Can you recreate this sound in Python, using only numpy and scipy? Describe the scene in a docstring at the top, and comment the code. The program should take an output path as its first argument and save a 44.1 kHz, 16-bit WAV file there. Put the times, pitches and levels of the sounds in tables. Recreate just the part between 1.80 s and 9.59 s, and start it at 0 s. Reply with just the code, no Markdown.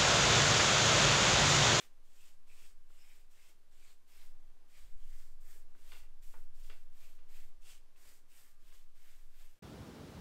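"""A flat brush lays primer on a glazed wooden door that rests on trestles in a quiet room.
From the start, bristles swish to and fro, hissing and catching on the wood, while the painter's
clothes rustle and the floor sways far below hearing. Near 3 s a step thuds softly in the boards.
Between 4 and 5 s the brush gives the frame its three hardest knocks, which ring in the door.
The strokes carry on to the end, past a few lighter taps and dull thumps."""
import sys
import numpy as np
from scipy import signal
from scipy.fft import rfft, irfft, next_fast_len
from scipy.io import wavfile
from scipy.ndimage import map_coordinates

SR = 44100
rng = np.random.default_rng(int(sys.argv[2]) if len(sys.argv) > 2 else 0)


def wav_record(signal):
    """Record a signal, one row per channel, as 16-bit PCM in the file named by sys.argv[1]."""
    frames = np.transpose(np.atleast_2d(signal))
    bounded = np.clip(frames, -1, 1)
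    # unit amplitude maps onto the largest positive 16-bit level
    quanta = np.round(bounded * 32767).astype(np.int16)
    wavfile.write(sys.argv[1], SR, quanta)


N = 343539


def from_db(db):
    """Decibels to amplitude."""
    return 10 ** (np.asarray(db) / 20)


def rms_one(x):
    """Scale a signal to rms 1."""
    return x / np.sqrt(np.mean(x ** 2) + 1e-20)


def curve_at(points, t):
    """Read a breakpoint curve at the times t."""
    return np.interp(t, *np.transpose(points))


def coloured(x, spectrum):
    """Shape a signal with an EQ curve, silent beyond its ends; rms 1."""
    size = next_fast_len(len(x))
    hz, db = np.transpose(spectrum)
    bins = np.maximum(np.fft.rfftfreq(size, 1 / SR), 1)
    gain = from_db(np.interp(np.log(bins), np.log(hz), db, left=-np.inf, right=-np.inf))
    return rms_one(irfft(rfft(x, size) * gain, size)[:len(x)])


def drift(t, per_s):
    """A random wander with a spread near 1."""
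    knots = np.arange(t[0], t[-1] + 1, 1 / per_s)
    return np.interp(t, knots, rng.standard_normal(len(knots)))


def resonate(x, hz, width_hz):
    """Ring a signal through one resonance of gain 1."""
    carrier = np.exp(2j * np.pi * np.cumsum(np.full(len(x), hz)) / SR)
    pole = np.exp(-np.pi * width_hz / SR)
    return 2 * np.real(carrier * signal.lfilter([1 - pole], [1, -pole], x / carrier))


def friction(t, slips_per_s, spread_db, grain_db):
    """Countless tiny slips of uneven size, bunched by the grain of the surface; rms 1."""
    slips = rng.random(len(t)) < slips_per_s / SR
    sizes = rng.standard_normal(len(t)) * from_db(spread_db * rng.standard_normal(len(t)))
    return rms_one(slips * sizes * from_db(grain_db * drift(t, per_s=130)))


def resonant_band(t, hz, width_hz):
    """Friction ringing in one steep-sided resonance whose centre may glide; rms 1."""
    slips = friction(t, slips_per_s=15000, spread_db=0.5, grain_db=2.5)
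    carrier = np.exp(2j * np.pi * np.cumsum(hz * np.ones(len(t))) / SR)
    skirts = signal.butter(2, width_hz / 2, fs=SR, output="sos")
    return rms_one(np.real(carrier * signal.sosfilt(skirts, slips / carrier)))


def room_tone(air_db=-77.5):
    """Still air with a faint electrical whine of thin, wavering tones."""
    # electrical whine: pitch_hz, level_db
    tones = [(1062, -96), (1195, -94), (1593, -95), (2676, -102)]
    # colour of the air: frequency_hz, gain_db
    air_eq = [(25, 12), (60, 8), (110, 7.5), (170, 3), (300, 2), (400, 2.5), (540, -0.5), (850, -3),
              (1400, -3.5), (2500, -5.5), (6000, -8.5), (10000, -11), (15500, -13)]
    whine = sum(from_db(db) * rms_one(resonate(rng.standard_normal(N), hz, width_hz=3.3))
                for hz, db in tones)
    return from_db(air_db) * coloured(rng.standard_normal(N), air_eq) + whine


def room_reverb(x, t, t60_s=0.3, wall_hz=7000, first_echo_s=0.0084):
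    """Diffuse reflections, dulled by the walls."""
    age = t[:SR // 2]
    tail = rng.standard_normal(len(age)) * from_db(-60 * age / t60_s) * (age > first_echo_s)
    tail = signal.sosfilt(signal.butter(1, wall_hz, fs=SR, output="sos"), tail)
    return signal.fftconvolve(x, tail / np.linalg.norm(tail))[:N]


def floor_boards(t, mode_hz=39.08, swell_s=0.058, fade_s=0.049, rumble_db=-82.5):
    """Steps thud in the boards' lowest mode; the floor rumbles and rocks as the painter moves."""
    # weight shifting on the boards: peak_s, level_db
    steps = [(2.41, -72), (2.58, -78), (3.05, -58.5), (3.17, -66), (3.43, -72), (3.71, -71), (4.07, -63.5),
             (4.22, -66.5), (4.87, -68), (5.43, -69), (5.57, -67), (5.8, -73), (6.29, -69.5), (6.93, -77)]
    # colour of the rumble: frequency_hz, gain_db
    rumble_eq = [(22, -16), (32, -1), (42, -3), (52, -6.5), (80, -18.5), (130, -21), (250, -53)]
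    # strength of the floor's slow rocking: time_s, level_db
    sway_levels = [(0, -50.5), (.88, -43), (1.8, -53), (2.02, -46), (2.3, -53), (2.47, -38.5),
                   (2.92, -50.5), (3.16, -33.5), (3.5, -40), (4.35, -42), (4.55, -35.5), (5.4, -41.5),
                   (5.62, -36.5), (6.05, -49), (6.68, -51), (6.85, -44.5), (7.8, -43)]
    # colour of the noise that paces the rocking: frequency_hz, gain_db
    sway_eq = [(2, -15), (5, -15), (8, 0.5), (13, -9), (18, -24.5), (28, -42), (50, -79.5)]
    load = np.zeros(N)
    for peak_s, level_db in steps:
        near = slice(round(peak_s * SR) - SR // 4, round(peak_s * SR) + SR // 4)
        width_s = np.where(t[near] < peak_s, swell_s, fade_s)
        load[near] += from_db(level_db) * np.exp(-((t[near] - peak_s) / width_s) ** 2)
    thuds = load * np.sqrt(2) * np.sin(2 * np.pi * (mode_hz * t + rng.random()))
    wander = coloured(rng.standard_normal(N), sway_eq)
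    phase = np.angle(signal.hilbert(wander, next_fast_len(N)))[:N]   # wandering pace, even swing
    rocking = signal.sosfilt(signal.butter(6, 17, fs=SR, output="sos"), np.cos(phase))
    rocking = rms_one(rocking * signal.windows.tukey(N, .03))
    sway_db = curve_at(sway_levels, t)
    stir = from_db(rumble_db + 0.35 * (sway_db - sway_db.mean()))   # partly follows the sway
    rumble = np.hypot(stir, from_db(-2) * load) * coloured(rng.standard_normal(N), rumble_eq)
    return thuds + rumble + from_db(sway_db) * rocking


def clothes(t):
    """Soft fabric rubs as the arm and body move."""
    # swell of the rustle: time_s, level_db
    rustle_levels = [(0, -79), (.25, -82.5), (.6, -85), (.85, -81), (1.05, -92), (1.25, -86.5), (1.5, -86),
                     (2.25, -88), (2.45, -80.5), (2.7, -78.5), (2.95, -82.5), (3.1, -83), (4.0, -80),
                     (4.7, -82), (5.1, -83), (5.45, -78.5), (5.85, -83.5), (6.2, -81.5), (7.0, -91),
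                     (7.8, -87)]
    # colour of the fabric: frequency_hz, gain_db
    cloth_eq = [(120, -13), (260, 0), (380, 1), (520, -3.5), (850, -2), (1300, -8), (3000, -13.5),
                (8000, -20.5), (15000, -38)]
    rustle = friction(t, slips_per_s=5000, spread_db=2.0, grain_db=0.0)
    return from_db(curve_at(rustle_levels, t)) * coloured(rustle, cloth_eq)


def thumps(t, attack_s=0.0017):
    """Dull low thumps swell and die away; some of them are the body of the door knocks."""
    # low thumps: start_s, level_db, upper_edge_hz, t60_s
    contacts = [(3.021, -74, 109, 0.24), (3.14, -69, 131, 0.16), (3.959, -70, 298, 0.23),
                (4.538, -69.5, 600, 0.22), (4.782, -70, 168, 0.17), (4.9, -70, 600, 0.2),
                (5.12, -74, 200, 0.19), (5.55, -78, 170, 0.18), (6.17, -75, 430, 0.35),
                (6.249, -71, 1000, 0.16), (6.813, -79, 380, 0.47)]
    out = np.zeros(N)
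    age = t[:SR // 3]
    attack = 1 - np.exp(-age / attack_s)
    for start_s, level_db, edge_hz, t60_s in contacts:
        band = signal.butter(3, [edge_hz / 3, edge_hz], "band", fs=SR, output="sos")
        thump = rms_one(signal.sosfilt(band, rng.standard_normal(len(age))))
        at = round(start_s * SR)
        out[at:at + len(age)] += from_db(level_db - 60 * age / t60_s) * thump * attack
    return out


def knocks(t, crack_db=7.0, crack_t60_s=0.023, low_edge_hz=233):
    """A crack and a dying rattle ring in the door, each with its own brightness: dull tap to sharp tick."""
    # brush against the frame: start_s, level_db, brightness_hz, t60_s, attack_s
    hits = [(1.101, -73, 1290, 0.05, .001), (1.685, -74, 1000, 0.19, .005),
            (3.754, -68.5, 600, 0.12, 0.0027), (3.948, -73, 1710, 0.15, .002),
            (4.118, -58, 3520, 0.38, 0.0011), (4.24, -72, 1210, 0.054, .001),
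            (4.426, -71, 12300, 0.017, .001), (4.538, -59.5, 1690, 0.21, 0.0036),
            (4.897, -59.5, 3530, 0.32, 0.0015), (5.385, -74, 3200, 0.27, .003),
            (5.489, -73, 700, 0.16, .003), (5.575, -72, 800, 0.16, .005), (6.159, -74.5, 3200, 0.12, .001)]
    # modes of the door and brush handle: pitch_hz, width_hz, gain_db
    modes = [(410, 49, 3.5), (680, 70, -4.5), (910, 79, -2.5), (1190, 190, -5.5), (1470, 84, 1.5),
             (1930, 330, -2.5), (2370, 79, 1), (2720, 170, 2), (3370, 340, -1), (4430, 110, 2.5),
             (4920, 140, 1.5), (7340, 1600, 0)]
    out = np.zeros(N)
    age = t[:SR // 3]
    for start_s, level_db, brightness_hz, t60_s, attack_s in hits:
        wood = 0
        for pitch_hz, width_hz, gain_db in modes:   # the rattle reaches each mode in its own way
            rattle = friction(age, slips_per_s=7000, spread_db=1.0, grain_db=-1.5)
            wood = wood + from_db(gain_db) * resonate(rattle, pitch_hz, width_hz)
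        band = signal.butter(3, [low_edge_hz, brightness_hz], "band", fs=SR, output="sos")
        wood = rms_one(signal.sosfilt(band, wood))
        attack = 1 - np.exp(-age / attack_s)
        decay = from_db(-60 * age / t60_s) + from_db(crack_db - 60 * age / crack_t60_s)
        at = round(start_s * SR)
        out[at:at + len(age)] += from_db(level_db) * wood * attack * decay
    return out


def off_the_pane(x, t, echo_db=-17, echo_s=0.0016, swing_s=0.0003, hand_hz=1.35):
    """The swish plus its reflection off the glazing, whose delay swings as the hand goes to and fro."""
    delay_s = echo_s + swing_s * np.sin(2 * np.pi * hand_hz * t)
    return x + from_db(echo_db) * map_coordinates(x, [(t - delay_s) * SR], order=2)


def rasps(t):
    """Each catch of the tuft swells and fades in one resonance that may slide as the bristles bend."""
    # the tuft catching on the wood: start_s, length_s, centre_hz (pitch at the middle of the rasp),
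    # glide_hz_per_s, peak_db
    catches = [(0.351, 0.15, 2610, -1500, -76), (0.676, 0.086, 2450, 798, -71),
               (0.737, 0.13, 2580, 1500, -73.5), (1.103, 0.19, 2740, -4000, -78.5),
               (1.176, 0.08, 5270, 0, -75), (1.216, 0.14, 2200, -2500, -74),
               (1.545, 0.14, 2370, 4000, -76.5), (1.65, 0.047, 3280, 3000, -75.5),
               (1.981, 0.15, 2350, -2500, -75.5), (2.069, 0.06, 4220, -6000, -78),
               (2.285, 0.12, 2280, -3500, -76.5), (2.281, 0.1, 5350, -5, -80), (2.364, 0.073, 4020, 0, -77),
               (2.907, 0.12, 2190, -2000, -74), (3.174, 0.13, 3080, -3500, -80.5),
               (3.288, 0.087, 1900, 0, -78), (5.201, 0.11, 2430, 0, -75), (6.478, 0.11, 2650, -5000, -78),
               (6.569, 0.16, 1930, 0, -81), (7.187, 0.18, 2020, -1200, -80)]
    out = np.zeros(N)
    for start_s, length_s, centre_hz, glide_hz_per_s, peak_db in catches:
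        caught = (t >= start_s) & (t <= start_s + length_s)
        age = t[caught] - start_s
        ring = resonant_band(age, centre_hz + glide_hz_per_s * (age - length_s / 2), width_hz=500)
        out[caught] += from_db(peak_db) * np.sin(np.pi * age / length_s) * ring
    return out


def stroke(age, rise_s, fall_s, level_db, landing_db, rub_db, fine_db,
           whistle_hz, whistle_db, hollow_hz, hollow_db, ring_hz, ring_db, sheen_db):
    """The hand speeds up and slows; bristles rub the wood and hiss through the tuft's resonances."""
    # colour of the rub on the wood: frequency_hz, gain_db
    rub_eq = [(150, -7.5), (380, -4), (700, -5), (1100, -4.5), (1500, -2.5), (2300, -1.5), (3400, -0.5),
              (4100, -5), (5500, -20.5)]
    # colour of the bristle hiss: frequency_hz, gain_db
    hiss_eq = [(2500, -21), (3800, -8.5), (4700, 0), (6200, -1), (7200, 1), (8700, -1), (9500, -8.5),
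               (10500, -16), (14000, -38)]
    # colour of the fine, airy top: frequency_hz, gain_db
    fine_eq = [(7500, -23.5), (9400, -3), (10400, -2), (11300, 0), (13400, 1), (14700, 0), (15600, 0),
               (16000, -4)]
    touch_s, lift_s, lift_db = 0.019, 0.053, -16   # the bristles land and leave
    sink_hz_per_s = 1100   # the hollow tone sinks as the tuft bends
    swing = np.interp(age, [0, rise_s, rise_s + fall_s], [-1, 0, 1])
    speed_db = np.where(swing < 0, landing_db, lift_db) * np.abs(swing) ** 1.27   # a rounded arch
    contact = np.clip(np.minimum(age / touch_s, (rise_s + fall_s - age) / lift_s), 0, 1)
    tips = friction(age, slips_per_s=26000, spread_db=0.0, grain_db=1.17)
    drag = friction(age, slips_per_s=12000, spread_db=1.5, grain_db=1.0)
    hollow = resonant_band(age, hollow_hz - sink_hz_per_s * (age - rise_s), width_hz=980)
    # the rub gains on the hiss with speed and eases as the hand lets up
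    rub_gain = from_db(rub_db + 0.071 * speed_db - 3.5 * np.maximum(swing, 0))
    rub = rub_gain * rms_one(coloured(drag, rub_eq) + from_db(hollow_db) * hollow)
    pressing = from_db(0.5 * speed_db)   # the tuft whistles most where it is pressed hardest
    whistle = 0.5 * pressing * resonant_band(age, whistle_hz, width_hz=820)
    ring = resonant_band(age, ring_hz, width_hz=1500)
    hiss = rms_one(coloured(tips, hiss_eq) + from_db(whistle_db) * whistle + from_db(ring_db) * ring)
    sheen = rms_one(resonate(drag, hz=12730, width_hz=1500))   # the tuft's highest resonance
    fine = rms_one(coloured(tips, fine_eq) + from_db(sheen_db) * sheen)
    return contact * from_db(level_db + speed_db) * (hiss + rub + from_db(fine_db) * fine)


def brush(t):
    """The brush swishes to and fro, each stroke with its own pace and colour."""
    # brush strokes: start_s, rise_s, fall_s, level_db, landing_db, rub_db, fine_db,
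    # whistle_hz, whistle_db, hollow_hz, hollow_db, ring_hz, ring_db, sheen_db
    # (level_db sets the hiss at full speed; the other gains are trims within the stroke)
    strokes = [(-0.063, 0.06, 0.12, -66, -2.0, 3, -4.5, 4100, -16, 2440, -11, 7500, -16, -3),
               (0.227, 0.24, 0.12, -70.5, -13.5, -1.5, -5.5, 4900, -6, 2800, -5, 7700, -4, 0),
               (0.662, 0.19, 0.12, -69, -8, -1, -6, 4950, -3, 2700, -9, 8100, -4.5, -4),
               (1.082, 0.26, 0.15, -73.5, -6.5, 0.4, -4, 5200, 1.5, 2460, -5, 7750, 1, -1),
               (1.493, 0.2, 0.082, -72.5, -6.5, -0.5, -5, 5700.0, -3, 2360, -11, 7700, -6, 0),
               (1.9, 0.2, 0.096, -71.5, -10, -1.5, -6, 4370, 0, 2320, -11, 7750, -2, 3),
               (2.264, 0.16, 0.13, -71.5, -7.5, 0.5, -2, 5100, -3, 2230, -9, 8200, -11, -1),
               (2.868, 0.11, 0.2, -71.5, -12.5, 1.0, -4, 4630, -2, 2170, -8, 7800, -8, -1),
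               (3.156, 0.24, 0.19, -71.5, -13.5, -2.5, -3.5, 4650, -11, 1910, -2.5, 7600, -11, -2),
               (3.594, 0.13, 0.14, -69, -12.5, -2, -1, 8600, 0, 1720, -0.5, 7450, -4, 1),
               (3.945, 0.2, 0.15, -68, -16, 0, -2.5, 4600, -7, 2860, -22, 8400, -12, 1),
               (4.414, 0.12, 0.17, -73.5, 1.5, -4, -0.5, 5900, -7, 2400, -4, 8000, -6, 2),
               (4.73, 0.14, 0.21, -71.5, -9.5, -2, -2, 4600, -10, 2700, -15, 7900, -9, 3),
               (5.105, 0.13, 0.18, -71.5, -16, 0.5, -1, 4600, -5, 2470, -10, 7030, -10, 5),
               (5.471, 0.096, 0.17, -70.5, -11.5, 1.5, -1, 4520.0, -3, 2200, -0.5, 7600, -9, 6),
               (5.803, 0.099, 0.12, -63.5, -16.5, 0, -7, 5040, -7, 2960, 0, 8700, -10, -7),
               (6.154, 0.13, 0.16, -68.0, -10.5, -2, -2.5, 4580, -8.0, 1900, -4, 8000, -6, 1),
               (6.472, 0.11, 0.19, -68.5, -14, -3, -1, 4970, -15, 2120, -6, 8300, -4, 1),
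               (6.787, 0.16, 0.14, -72.5, -14.5, 1.5, -2.5, 4480.0, -13, 3170, -6, 7800, -13, 1),
               (7.138, 0.16, 0.26, -74.5, -7.5, 1.5, -1, 6760, -8, 1930, -3, 8450, -11, 5),
               (7.489, 0.13, 0.19, -73.5, -13.5, 1.5, -1, 4760, -12, 2300, -7, 8600, -12, 5)]
    out = np.zeros(N)
    for start_s, rise_s, fall_s, *tone in strokes:
        touching = (t >= start_s) & (t <= start_s + rise_s + fall_s)
        out[touching] += stroke(t[touching] - start_s, rise_s, fall_s, *tone)
    return out


def scene():
    """Brush and door with a little reverb, over clothes, low thumps, the floor and the room tone."""
    t = np.arange(N) / SR
    work = off_the_pane(brush(t) + rasps(t), t) + knocks(t)
    low_layers = clothes(t) + thumps(t) + floor_boards(t)
    return (work + from_db(-14) * room_reverb(work, t) + low_layers + room_tone())[None]


def record(dry):
    """A steep low-pass takes off the very top."""
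    cutoff_hz = 15700
    return signal.sosfilt(signal.ellip(12, .1, 70, cutoff_hz, fs=SR, output="sos"), dry)


dry = scene()
out = record(dry)
wav_record(out)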